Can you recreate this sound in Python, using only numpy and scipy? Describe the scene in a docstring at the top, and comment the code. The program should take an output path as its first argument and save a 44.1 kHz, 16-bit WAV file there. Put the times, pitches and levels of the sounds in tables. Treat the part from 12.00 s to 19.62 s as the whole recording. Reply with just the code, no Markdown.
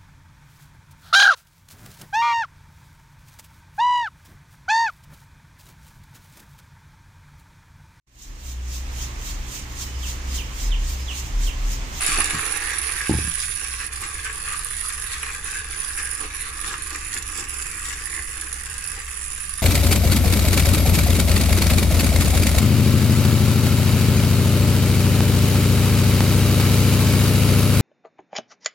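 """In the corner of a room, a wind-up tin truck runs about a wooden floor close to a hand-held phone.
Loose gears clash: a bright steel part rings, and gear wheels, chassis and tin shell chatter through resonances.
Random bumps drum on the floorboards and rubber scuffs; shell and wheels grow loud with speed and nearness.
The truck lurches about three times a second; its gears now and then run slack while the spring runs down.
Early dull thumps are short pushes ringing damped tones; hand rumble and a low room drone are filtered noise."""
import sys
import numpy as np
from scipy import signal
from scipy.fft import rfft, irfft
from scipy.io import wavfile
from scipy.ndimage import uniform_filter1d

SR = 44100
rng = np.random.default_rng(int(sys.argv[2]) if len(sys.argv) > 2 else 0)


def wrap_up_sound(samples):
    """Save the sound to the file named by the first command line argument, as 16-bit audio."""
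    columns = np.atleast_2d(samples).T
    # keep every value between -1 and 1, then stretch to whole-number steps
    tamed = np.clip(columns, -1, 1)
    steps = np.round(tamed * 32767).astype(np.int16)
    wavfile.write(sys.argv[1], SR, steps)


N = 336042
TIME = np.arange(N) / SR

# the truck's run: (t/s, distance from the phone/m, speed/(m/s), heading/degrees: 0 away from the phone, 90 right)
TRUCK_PATH = [(0, 0.27, 0.26, 39), (.1, .16, 0.18, 59), (.22, 0.28, 0.47, 44), (.4, 0.35, 0.62, 57),
              (.8, 0.38, 0.4, 44), (1.4, 0.5, 0.15, 3.2), (2.1, 0.72, 0.38, 86), (2.8, 0.56, .2, 74),
              (3.2, 0.55, 0.24, 133), (3.5, 0.67, 0.39, 157), (4.1, 0.57, 0.3, 260), (4.8, 0.71, 0.36, 137),
              (5.6, 0.5, .26, 240), (6.4, 0.65, 0.3, 276), (7.62, 0.61, 0.13, 245)]
# level of the steel ring: (t/s, level/dB)
RING_LEVEL = [(0, -24.5), (.06, -24.5), (.25, -27.5), (1.4, -27), (2.1, -34.5), (2.8, -27.5), (3.4, -35.5),
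              (4.1, -29.5), (5.6, -32), (7, -33.5), (7.62, -30)]
# the truck lurches on its wheels: (t/s, length/s, change of whirr level/dB, of shell level/dB, of board level/dB)
LURCHES = [(0.689, 0.049, 2.5, 3.0, 1), (0.997, 0.082, 0.5, 2, 0.5), (1.375, 0.07, 4, 0.5, 2),
           (1.591, 0.063, 1.5, 2.0, 5), (1.786, 0.062, 1.5, 3.5, 3), (2.008, 0.044, 5, 3.5, 8),
           (2.233, 0.056, 3, 7.0, 2.5), (2.449, 0.099, 1.5, 6.5, 3), (2.881, 0.024, 2, 3.5, -1),
           (3.107, 0.037, 6, 2.5, -2), (3.207, 0.096, -0.5, 2.5, 6), (3.447, 0.13, 2.5, 3, 0),
           (3.967, 0.038, 4.5, 6, 4), (4.193, 0.053, 1.5, 4, 12.5), (4.628, 0.11, 5.5, 5, 8),
           (4.902, 0.063, 2.5, 3.5, 7), (5.115, 0.061, 5, 2, 7.5), (5.345, 0.091, 5, 2.5, 8),
           (5.841, 0.102, 6, 2, 3.5), (6.128, 0.062, 2, 4.5, 6.5), (6.917, 0.084, 1.5, 3, 4.5)]
# the gears run slack and go quiet: (t/s, length/s, drop of ring level/dB, drop of whirr level/dB)
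SLACK_SPELLS = [(0.577, 0.017, 11, 4), (0.701, 0.11, 4.5, 2.0), (1.014, 0.036, 6.0, 1.5),
                (1.872, 0.032, 32, 11), (2.266, 0.053, 9, 3.5), (3.366, 0.067, 4, 4),
                (3.599, 0.094, 5.5, 3.5), (4.233, 0.1, 9.5, 3.0), (4.502, 0.043, 6, 4), (4.69, 0.13, 5, 1),
                (4.907, 0.12, 7, 1), (5.195, 0.047, 17, 3), (5.41, 0.062, 9, 3.5), (5.877, 0.103, 4, 2.0),
                (6.932, 0.14, 4.5, 2)]
# at 1 m, fully wound, between lurches and slack spells; shell and wheels at cruising speed
WHIRR_DB, SHELL_DB, ROLL_DB = -43, -40, -59
CRUISE_M_S, SAG_DB_PER_S = .25, 0.25
SHELL_DB_PER_DOUBLING, ROLL_DB_PER_DOUBLING = 2, 5.5  # growth with speed
SHELL_SLACK_SHARE = 0.5  # how much of the whirr's drop the shell follows


def effort():
    """Levels in dB of ring, whirr, shell and wheels: a closer truck whirrs louder, a weaker spring drives less."""
    metres, speed, _ = curves(TRUCK_PATH)
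    near = -20 * np.log10(np.maximum(metres, .05))
    doublings = np.log2(np.maximum(speed, .01) / CRUISE_M_S)
    driven = near - SAG_DB_PER_S * TIME
    whirr_rise, shell_rise, board_rise = spells(LURCHES)
    ring_drop, whirr_drop = spells(SLACK_SPELLS)

    ring_db = curves(RING_LEVEL)[0] - ring_drop
    whirr_db = WHIRR_DB + driven + whirr_rise - whirr_drop
    shell_db = SHELL_DB + driven + SHELL_DB_PER_DOUBLING * doublings
    shell_db = shell_db + shell_rise - SHELL_SLACK_SHARE * whirr_drop
    roll_db = ROLL_DB + near + ROLL_DB_PER_DOUBLING * doublings + board_rise
    return ring_db, whirr_db, shell_db, roll_db


# how each part's share changes as the truck turns, by part name:
# (mean level/dB, swing either way between face-on and edge-on/dB, lean to one face/dB, heading of that face/degrees)
PART_LOBES = {"floor pan": (-4.5, 3, -0.5, 273.5), "sides": (0, -1, -1, 207), "roof": (0, 1.5, 0.5, 287),
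              "bonnet": (-.5, 1, 0, 67), "bumper": (-.5, 1, 0, 67), "chassis": (-2, 0.5, 1.5, 97),
              "gear wheels": (1.6, 1.9, 0.25, 287)}
# a loose part catches and buzzes above the rest: (t/s, length/s, part name, rise of level/dB)
PART_BUZZES = [(0, 0.44, "chassis", 3), (0.593, 0.17, "roof", 4.5), (2.75, .07, "roof", 5),
               (2.814, 0.07, "floor pan", 8), (3.05, .13, "chassis", 3.5), (3.355, 0.74, "sides", 4.5),
               (4.197, .3, "chassis", 3.5), (4.2, .07, "floor pan", 7), (4.443, 0.31, "floor pan", 7.5),
               (5.05, 0.87, "gear wheels", 4), (4.92, 0.52, "floor pan", 4.5), (5.843, 0.43, "roof", 4),
               (6.45, 0.31, "gear wheels", 0.5), (6.62, 0.29, "bumper", 2.5)]
PART_WANDER_PER_S, PART_WANDER_DB = 8, 0.68  # a loose part's share wanders


def facing(part):
    """A part's share in dB: it changes with the truck's heading, wanders on its loose seat and may buzz."""
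    mean_db, swing_db, lean_db, face_heading = PART_LOBES[part]
    angle = np.radians(curves(TRUCK_PATH)[2] - face_heading)
    turn_db = mean_db + swing_db * np.cos(2 * angle) + lean_db * np.cos(angle)
    buzz_db = 0
    for s, length_s, name, rise_db in PART_BUZZES:
        if name == part:
            buzz_db = buzz_db + rise_db * swell(s, length_s, ATTACK_S, RELEASE_S)
    return turn_db + buzz_db + PART_WANDER_DB * wander(PART_WANDER_PER_S)


# average pace of tooth clashes as the spring unwinds: (t/s, about how many clashes per second)
CLASH_PACE = [(0, 137), (3, 125), (7.62, 110)]


def clashes(jitter, spread_db, length_s):
    """Loose teeth clash at an uneven pace, each with its own force."""
    chance = rng.standard_normal((1400, 2))
    turns = np.cumsum(curves(CLASH_PACE)[0]) / SR
    gaps = np.exp(jitter * chance[:, 0])
    times = np.interp(np.cumsum(gaps), turns, TIME, right=TIME[-1] + 1)
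    sizes = undb(spread_db * np.minimum(chance[:, 1], 2))
    return even(bursts(times, sizes, length_s))


# place between the phone's two sound openings: (t/s, left over right level/dB of the ring, of the whirr, of the shell)
TURN_BALANCE = [(0, -13, 4.5, -1), (.54, -19, -4, -3.5), (1.76, -16.5, -0.5, -3), (2.56, -15, 1, 0.5),
                (3.1, -17, 0, -1.5), (3.74, -14, -0.5, 2), (4.26, -16, 1, -1.5), (4.94, -15, -3, -3.5),
                (5.92, -21, 0.5, -3.5), (7.62, -21, -2, -1.5)]
# teeth that snap hard into mesh: (t/s, relative level/dB, gear train's level against that/dB)
TOOTH_SNAPS = [(0.0626, -5, -13), (0.203, -9, -12), (0.242, -12.5, -5.5), (0.571, -15, -24),
               (0.784, -8, -19), (1.2935, -25, -13), (1.863, -13.5, -26), (1.9336, -19, -27),
               (2.326, -21.5, -17), (2.6456, -20, -30), (2.885, -14, -26), (3.0395, -22, -19),
               (3.4426, -19, -21), (3.8015, -12, -22), (3.845, -17, -13), (4.2027, -25, -26),
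               (4.8213, -18, -16), (4.904, -21, -7), (4.958, -16.5, -11), (5.1385, -19, -3.5),
               (5.1825, -17, -14), (5.2236, -18, -8), (5.374, -18, -8), (5.623, -18, -6), (6.411, -15, -12),
               (6.5267, -15.5, -8.5), (6.84, -13.5, -30), (6.874, -13, -19), (7.141, -24, -20)]
# resonances of the steel part: (f/Hz, width/Hz, relative level/dB)
STEEL_RESONANCES = [(9440, 380, -14), (9887, 148, 6), (9700, 200, -3), (11040, 900, -35)]
RING_FLUTTER_PER_S, RING_FLUTTER_DB = 61, 3.2  # the teeth press unevenly on the steel part


def steel(clash, level_db):
    """A steel part sings for as long as a tooth rubs past it: short, bright, separate chirps."""
    s, snap_db, _ = np.transpose(TOOTH_SNAPS)
    song = even(colour(ports(1, 15000, shared=0.64), STEEL_RESONANCES, skirt=41), size=110)
    contact = even((clash + 0.32) * undb(RING_FLUTTER_DB * wander(RING_FLUTTER_PER_S)))
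    snaps = bursts(s, undb(snap_db - 8.0), 0.0023)
    pressure = contact * undb(level_db) + snaps
    sound = radiate(song * pressure, near_db=-5, room_db=-9, near_s=.004, alike=.3)
    return sound * pan(curves(TURN_BALANCE)[0])


# resonances of the chassis, the gear frame and the gear wheels: each (f/Hz, width/Hz, relative level/dB)
CHASSIS_RESONANCES = [(3560, 940, 2.5), (4020, 610, -4.5), (4416, 250, 5)]
FRAME_RESONANCES = [(4926, 230, -1.5), (5370, 350, -1), (5883, 170, 0), (6310, 220, -5.5)]
GEAR_WHEEL_RESONANCES = [(7120, 240, 6), (7630, 280, 4), (8450, 510, -3.5), (12300, 4500, -17)]


def works(clash, level_db):
    """Each clash is also a chatter of tiny impacts in the gear wheels, their frame and the chassis."""
    s, snap_db, frame_db = np.transpose(TOOTH_SNAPS)
    chatter = ports(clash + 1.2, 5000, shared=0.011) * undb(level_db)
    snaps = bursts(s, undb(snap_db + frame_db), 0.00088) * ports(1, 9000, shared=0.025)
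    parts = [(CHASSIS_RESONANCES, facing("chassis")), (FRAME_RESONANCES, 0),
             (GEAR_WHEEL_RESONANCES, facing("gear wheels"))]
    sound = blend(chatter + snaps, parts, skirt=11.9)
    sound = radiate(sound, near_db=0.0, room_db=-14, near_s=0.0069, alike=0.031)
    return sound * pan(curves(TURN_BALANCE)[1])


# the shell knocks on its chassis: (t/s, relative level/dB)
SHELL_KNOCKS = [(0.0994, -16), (0.12, -26), (0.2009, -9.5), (1.001, -17), (2.03, -18), (2.293, -18),
                (3.228, -12.5), (3.26, -18.5), (3.991, -21), (4.736, -14), (4.7656, -25), (5.1617, -18),
                (5.902, -16)]
# resonances of the tin panels: each (f/Hz, width/Hz, relative level/dB)
FLOOR_PAN_RESONANCES = [(1094, 36, -6.5), (1187, 79, -4), (1350, 190, -13)]
SIDE_RESONANCES = [(1563, 150, -9.5), (1667, 74, -5)]
ROOF_RESONANCES = [(1841, 130, -1), (1970, 250, 0.025)]
BONNET_RESONANCES = [(2230, 620, -2.3), (2410, 140, 3.3)]
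BUMPER_RESONANCES = [(2581, 195, 5.5), (2823, 890, -3)]


def shell(clash, level_db):
    """The tin body buzzes with the gears, jiggles over the grain of the wood and now and then knocks."""
    chance = rng.random((700, 2))
    jiggle = even(bursts(chance[:, 0] * TIME[-1], undb(14.4 * chance[:, 1]), 0.0019))
    buzz = ports(jiggle + 0.77 * clash + 1.7, 4000, shared=0.44) * undb(level_db)
    s, knock_db = np.transpose(SHELL_KNOCKS)
    knocks = bursts(s, undb(knock_db - 6), 0.003) * ports(1, 9000, shared=0.65)
    panels = [(FLOOR_PAN_RESONANCES, facing("floor pan")), (SIDE_RESONANCES, facing("sides")),
              (ROOF_RESONANCES, facing("roof")), (BONNET_RESONANCES, facing("bonnet")),
              (BUMPER_RESONANCES, facing("bumper"))]
    sound = blend(buzz + knocks, panels, skirt=39.6)
    sound = radiate(sound, near_db=-7.0, room_db=-4, near_s=0.0039, alike=0.27)
    return sound * pan(curves(TURN_BALANCE)[2])


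# the boards under the wheels change: (t/s, relative level of the deep resonances/dB)
DEEP_BOARD_SHARE = [(0, -2), (.6, -7.5), (1.6, -5), (2.8, -10.5), (4, -5), (4.7, -1.5), (5.3, -1),
                    (6.2, -3.5), (7, -8), (7.62, -6)]
# deep and high resonances of the boards: each (f/Hz, width/Hz, relative level/dB)
DEEP_BOARD_RESONANCES = [(171, 54, -18.5), (292, 87, 1), (323, 30, 3), (355, 16, 0)]
HIGH_BOARD_RESONANCES = [(433.5, 42, -1.5), (488, 32, -1.5), (725, 16, -10.5), (818, 32, -1),
                         (980, 72, -2.5)]


def wheels(level_db):
    """Small bumps under the wheels drum on the floorboards."""
    bumps = np.array([even(impacts(700)) for _ in range(2)]) * undb(level_db)
    parts = [(DEEP_BOARD_RESONANCES, curves(DEEP_BOARD_SHARE)[0]), (HIGH_BOARD_RESONANCES, -2)]
    boards = blend(bumps, parts, skirt=19.2)
    return diffuse(radiate(boards, near_db=-22.5, room_db=-4.5, near_s=0.0061, alike=0))


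# the spinning tyres scuff as the truck is let go, then bite: one row (t/s, length/s, rise of level/dB)
TYRE_GRIP = (0.17, 0.022, 13.3)
# what the scuff rings: (f/Hz, width/Hz, relative level/dB)
TYRE_RESONANCES = [(700, 130, 8), (830, 150, 1), (966, 130, -3)]
SCUFF_DB, SCUFF_FADE_DB_PER_S = -45, 17  # starting level without the bite, and its fade


def scuff():
    """Rubber slips on the wood in tiny jerks, loudest for a moment as it bites, and fades."""
    level_db = SCUFF_DB - SCUFF_FADE_DB_PER_S * TIME + spells([TYRE_GRIP])[0]
    jerks = ports(1, 2500, shared=0) * undb(level_db)
    return colour(jerks, TYRE_RESONANCES, skirt=27)


# dull thumps: (t/s, relative level/dB, contact time/s)
THUMP_BLOWS = [(0.089, -12.5, 0.0026), (0.177, -20, 0.00075), (0.185, -14, 0.00088), (.200, -16, 0.00081),
               (0.333, -14, 0.0028), (0.345, -3.5, 0.0045), (1.095, 1, .0013), (1.110, 5, 0.0025),
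               (1.139, -10, 0.00075), (1.15, 9.5, 0.0056), (1.187, -9, 0.0014), (1.215, 7.5, 0.0079),
               (1.246, -7, 0.0044), (1.276, -5, 0.0041)]
# what a thump rings: (f/Hz, time to fall by 60 dB/s, relative level/dB)
THUMP_RESONANCES = [(73.8, 0.28, -16.5), (114.7, 0.33, -13), (158.5, 0.099, -7.5), (218, 0.041, -2),
                    (300, 0.072, -0.5), (358, 0.12, -14), (460, 0.021, -37), (750, 0.032, -3),
                    (855, 0.11, -10), (990, .04, -11), (1240, .04, -10)]


def thumps(width_db=-2):
    """Soft blows that bounce; the longer the contact, the duller the blow. The modes lean left and right in turn."""
    force = np.zeros(N)
    for s, db, contact_s in THUMP_BLOWS:
        push = np.sin(np.pi * np.clip((TIME - s) / contact_s, 0, 1))
        force -= undb(db) * push / push.sum()
    t = TIME[:SR // 2]
    modes = []
    for hz, t60, db in THUMP_RESONANCES:
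        decay = np.exp(-np.log(1000) * t / t60)
        modes.append(undb(db) * np.cos(2 * np.pi * hz * t) * decay)
    modes = np.array(modes)
    lean = undb(width_db) * (-1) ** np.arange(len(modes))
    centre_and_width = convolve(force, [modes.sum(0), lean @ modes])
    blows = undb(-12.5) * diffuse(centre_and_width)
    return radiate(blows, near_db=-15, room_db=-10, near_s=.0047, alike=.94)


# the phone swings round at the start: one row (t/s, length/s, sub-bass level/dB)
PHONE_SWING = (0.093, 0.13, -29.5)
SWING_ATTACK_S, SWING_RELEASE_S = .04, .06
HAND_DB, HAND_FADE_DB_PER_S = -34, 24  # starting rumble of the hand, and its fade as it settles


def handling(low_hz=9, high_hz=24):
    """Air pushes slowly on both openings while the phone swings; then the hand settles."""
    band = signal.butter(2, [low_hz, high_hz], "bandpass", fs=SR, output="sos")
    air = signal.sosfilt(band, rng.standard_normal(N))
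    s, length_s, db = PHONE_SWING
    swing = undb(db) * swell(s, length_s, SWING_ATTACK_S, SWING_RELEASE_S)
    hand = undb(HAND_DB - HAND_FADE_DB_PER_S * TIME)
    return even(air, size=6000) * (swing + hand)


# shape of the room drone: (f/Hz, relative level in each Hz/dB)
DRONE_SPECTRUM = [(10, -6.5), (22, -4), (30, -1), (40, -7), (51, -8.5), (57, -14), (63, 4), (70, -4.5),
                  (79, -11.5), (88, -10.5), (110, -16), (150, -21.5), (220, -31), (600, -52), (4000, -60)]
DRONE_DB = -38


def drone():
    """Steady low room noise from all round."""
    hz, db = np.transpose(DRONE_SPECTRUM)
    bin_hz = np.arange(N // 2 + 1) * SR / N + 1
    gain = undb(np.interp(np.log(bin_hz), np.log(hz), db))
    noise = irfft(rfft(rng.standard_normal((2, N))) * gain, N)
    return undb(DRONE_DB) * diffuse(even(noise, size=12000))


ROOM_T60_S = 0.18  # time for the room's tail to fall by 60 dB


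def radiate(sound, near_db, room_db, near_s, alike, size=8192):
    """Direct sound, quick scatter from floor and corner, and the room's tail; echo paths change piece by piece."""
    t, alike = TIME[:2 * size], np.clip(alike, 0, 1)
    near = np.exp(-t / near_s)
    tail = np.exp(-np.log(1000) * t / ROOM_T60_S) * (t > .006)
    near_gain = undb(near_db) * near / np.linalg.norm(near)
    tail_gain = undb(room_db) * tail / np.linalg.norm(tail)
    spread = np.hypot(near_gain, tail_gain)
    padded = np.pad(sound, ((0, 0), (size, 4 * size)))
    echoes, fade = np.zeros_like(padded), np.sqrt(np.hanning(size))
    for start in range(0, N + size, size // 2):
        common = rng.standard_normal(len(t))
        separate = rng.standard_normal((2, len(t)))
        paths = np.sqrt(alike) * common + np.sqrt(1 - alike) * separate
        piece = signal.fftconvolve(padded[:, start:start + size] * fade, spread * paths, axes=1)
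        echoes[:, start:start + piece.shape[1]] += piece
    return (sound + echoes[:, size:size + N]) / np.sqrt(1 + np.sum(spread ** 2))


PORTS_ALIKE_HZ = 810  # longer waves reach both openings alike


def diffuse(pair):
    """Sound from all round: two versions become centre and width, and the width loses its bass."""
    mid, side = pair
    side = signal.sosfilt(signal.butter(1, PORTS_ALIKE_HZ, "highpass", fs=SR, output="sos"), side)
    return np.array([mid + side, mid - side])


def blend(force, parts, skirt):
    """One force rings several parts (modes, dB curve), which share its power."""
    total = np.sqrt(sum(undb(db) ** 2 for _, db in parts))
    return sum(undb(db) * colour(force, modes, skirt) for modes, db in parts) / total


def colour(force, modes, skirt, size=4096):
    """Ring a set of resonances, keeping the power; skirt (dB per octave) steepens the fall outside their range."""
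    hz = np.arange(size // 2 + 1) * SR / size + 1
    power = sum(undb(db) ** 2 / (1 + (2 * (hz - f) / width) ** 2) for f, width, db in modes)
    octaves_outside = np.abs(np.log2(hz / np.clip(hz, modes[0][0], modes[-1][0])))
    skirt_gain = undb(-skirt * np.minimum(octaves_outside, 2))
    cepstrum = irfft(np.log(power) / 2 + np.log(skirt_gain))
    cepstrum[1:size // 2] *= 2  # folding the cepstrum lets the ringing start only after the blow
    cepstrum[size // 2 + 1:] = 0
    response = irfft(np.exp(rfft(cepstrum)))
    return convolve(force, response / np.linalg.norm(response))


def ports(envelope, rate, shared):
    """Impacts lie all over the toy, so the phone's two openings share only some of them."""
    shared = np.clip(shared, 0, 1)
    common = impacts(rate)
    sides = []
    for _ in range(2):
        mixed = np.sqrt(shared) * common + np.sqrt(1 - shared) * impacts(rate)
        sides.append(even(envelope * mixed))
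    return unit(np.array(sides))


def impacts(rate):
    """Tiny impacts at random moments, about rate a second, rms about 1."""
    return rng.standard_normal(N) * (rng.random(N) < rate / SR) * np.sqrt(SR / rate)


def bursts(times, sizes, length_s):
    """Envelope of contacts that swell for length_s and then die away."""
    samples = np.clip(np.asarray(times) * SR, 0, N).astype(int)
    kicks = np.bincount(samples, sizes, N + 1)[:N]
    age = TIME[:4096] / length_s
    return convolve(kicks, (age * np.exp(1 - age)) ** 2)[0]


def convolve(x, response):
    """One force through a left and a right response."""
    return signal.fftconvolve(np.atleast_2d(x), np.atleast_2d(response), axes=1)[:, :N]


def swell(s, length_s, attack_s, release_s):
    """Attack, hold and release, from 0 to 1 and back."""
    rise = np.clip((TIME - s) / attack_s, 0, 1)
    fall = np.clip((s + length_s + release_s - TIME) / release_s, 0, 1)
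    return rise * fall


ATTACK_S, RELEASE_S = 0.014, 0.018  # of a lurch, slack spell, buzz or tyre bite


def spells(table):
    """Rows of (s, length, amounts) summed into one curve per amount."""
    rows = np.array(table)
    shapes = [swell(s, length_s, ATTACK_S, RELEASE_S) for s, length_s in rows[:, :2]]
    return rows[:, 2:].T @ np.array(shapes)


def wander(rate, size=2000):
    """Random values, rate a second, joined by straight lines."""
    return np.interp(TIME * rate, np.arange(size), rng.standard_normal(size))


def curves(table):
    """Each column of a table, joined by straight lines in time."""
    s, *columns = np.transpose(table)
    return [np.interp(TIME, s, c) for c in columns]


def pan(db):
    """Left and right gains of constant power, db apart."""
    gains = undb(np.array([db, -db]) / 2)
    return gains / np.sqrt(np.mean(gains ** 2, axis=0))


def even(x, size=3500):
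    """Hold the running strength at 1 over size samples, leaving the fast grain."""
    return x / np.sqrt(np.abs(uniform_filter1d(x ** 2, size)) + 1e-12)


def unit(x):
    """Scale a stereo sound so that its centre has rms 1."""
    return x / np.sqrt(np.mean(x.mean(0) ** 2))


def undb(db):
    """Decibels to gain."""
    return 10 ** (np.asarray(db) / 20)


def scene():
    """Gear clashes drive the steel part, the works and the shell; wheels, scuff, thumps, hand and room join them."""
    clash = clashes(jitter=.24, spread_db=2.8, length_s=.0021)
    ring_db, whirr_db, shell_db, roll_db = effort()
    gears = steel(clash, ring_db) + works(clash, whirr_db)
    truck = gears + shell(clash, shell_db) + wheels(roll_db) + scuff()
    return truck + thumps() + handling() + drone()


TOP_HZ = 15250


def record(dry):
    """The phone cuts the top: a steep low-pass filter."""
    return signal.sosfilt(signal.ellip(10, .2, 80, TOP_HZ, fs=SR, output="sos"), dry)


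dry = scene()
out = record(dry)
wrap_up_sound(out)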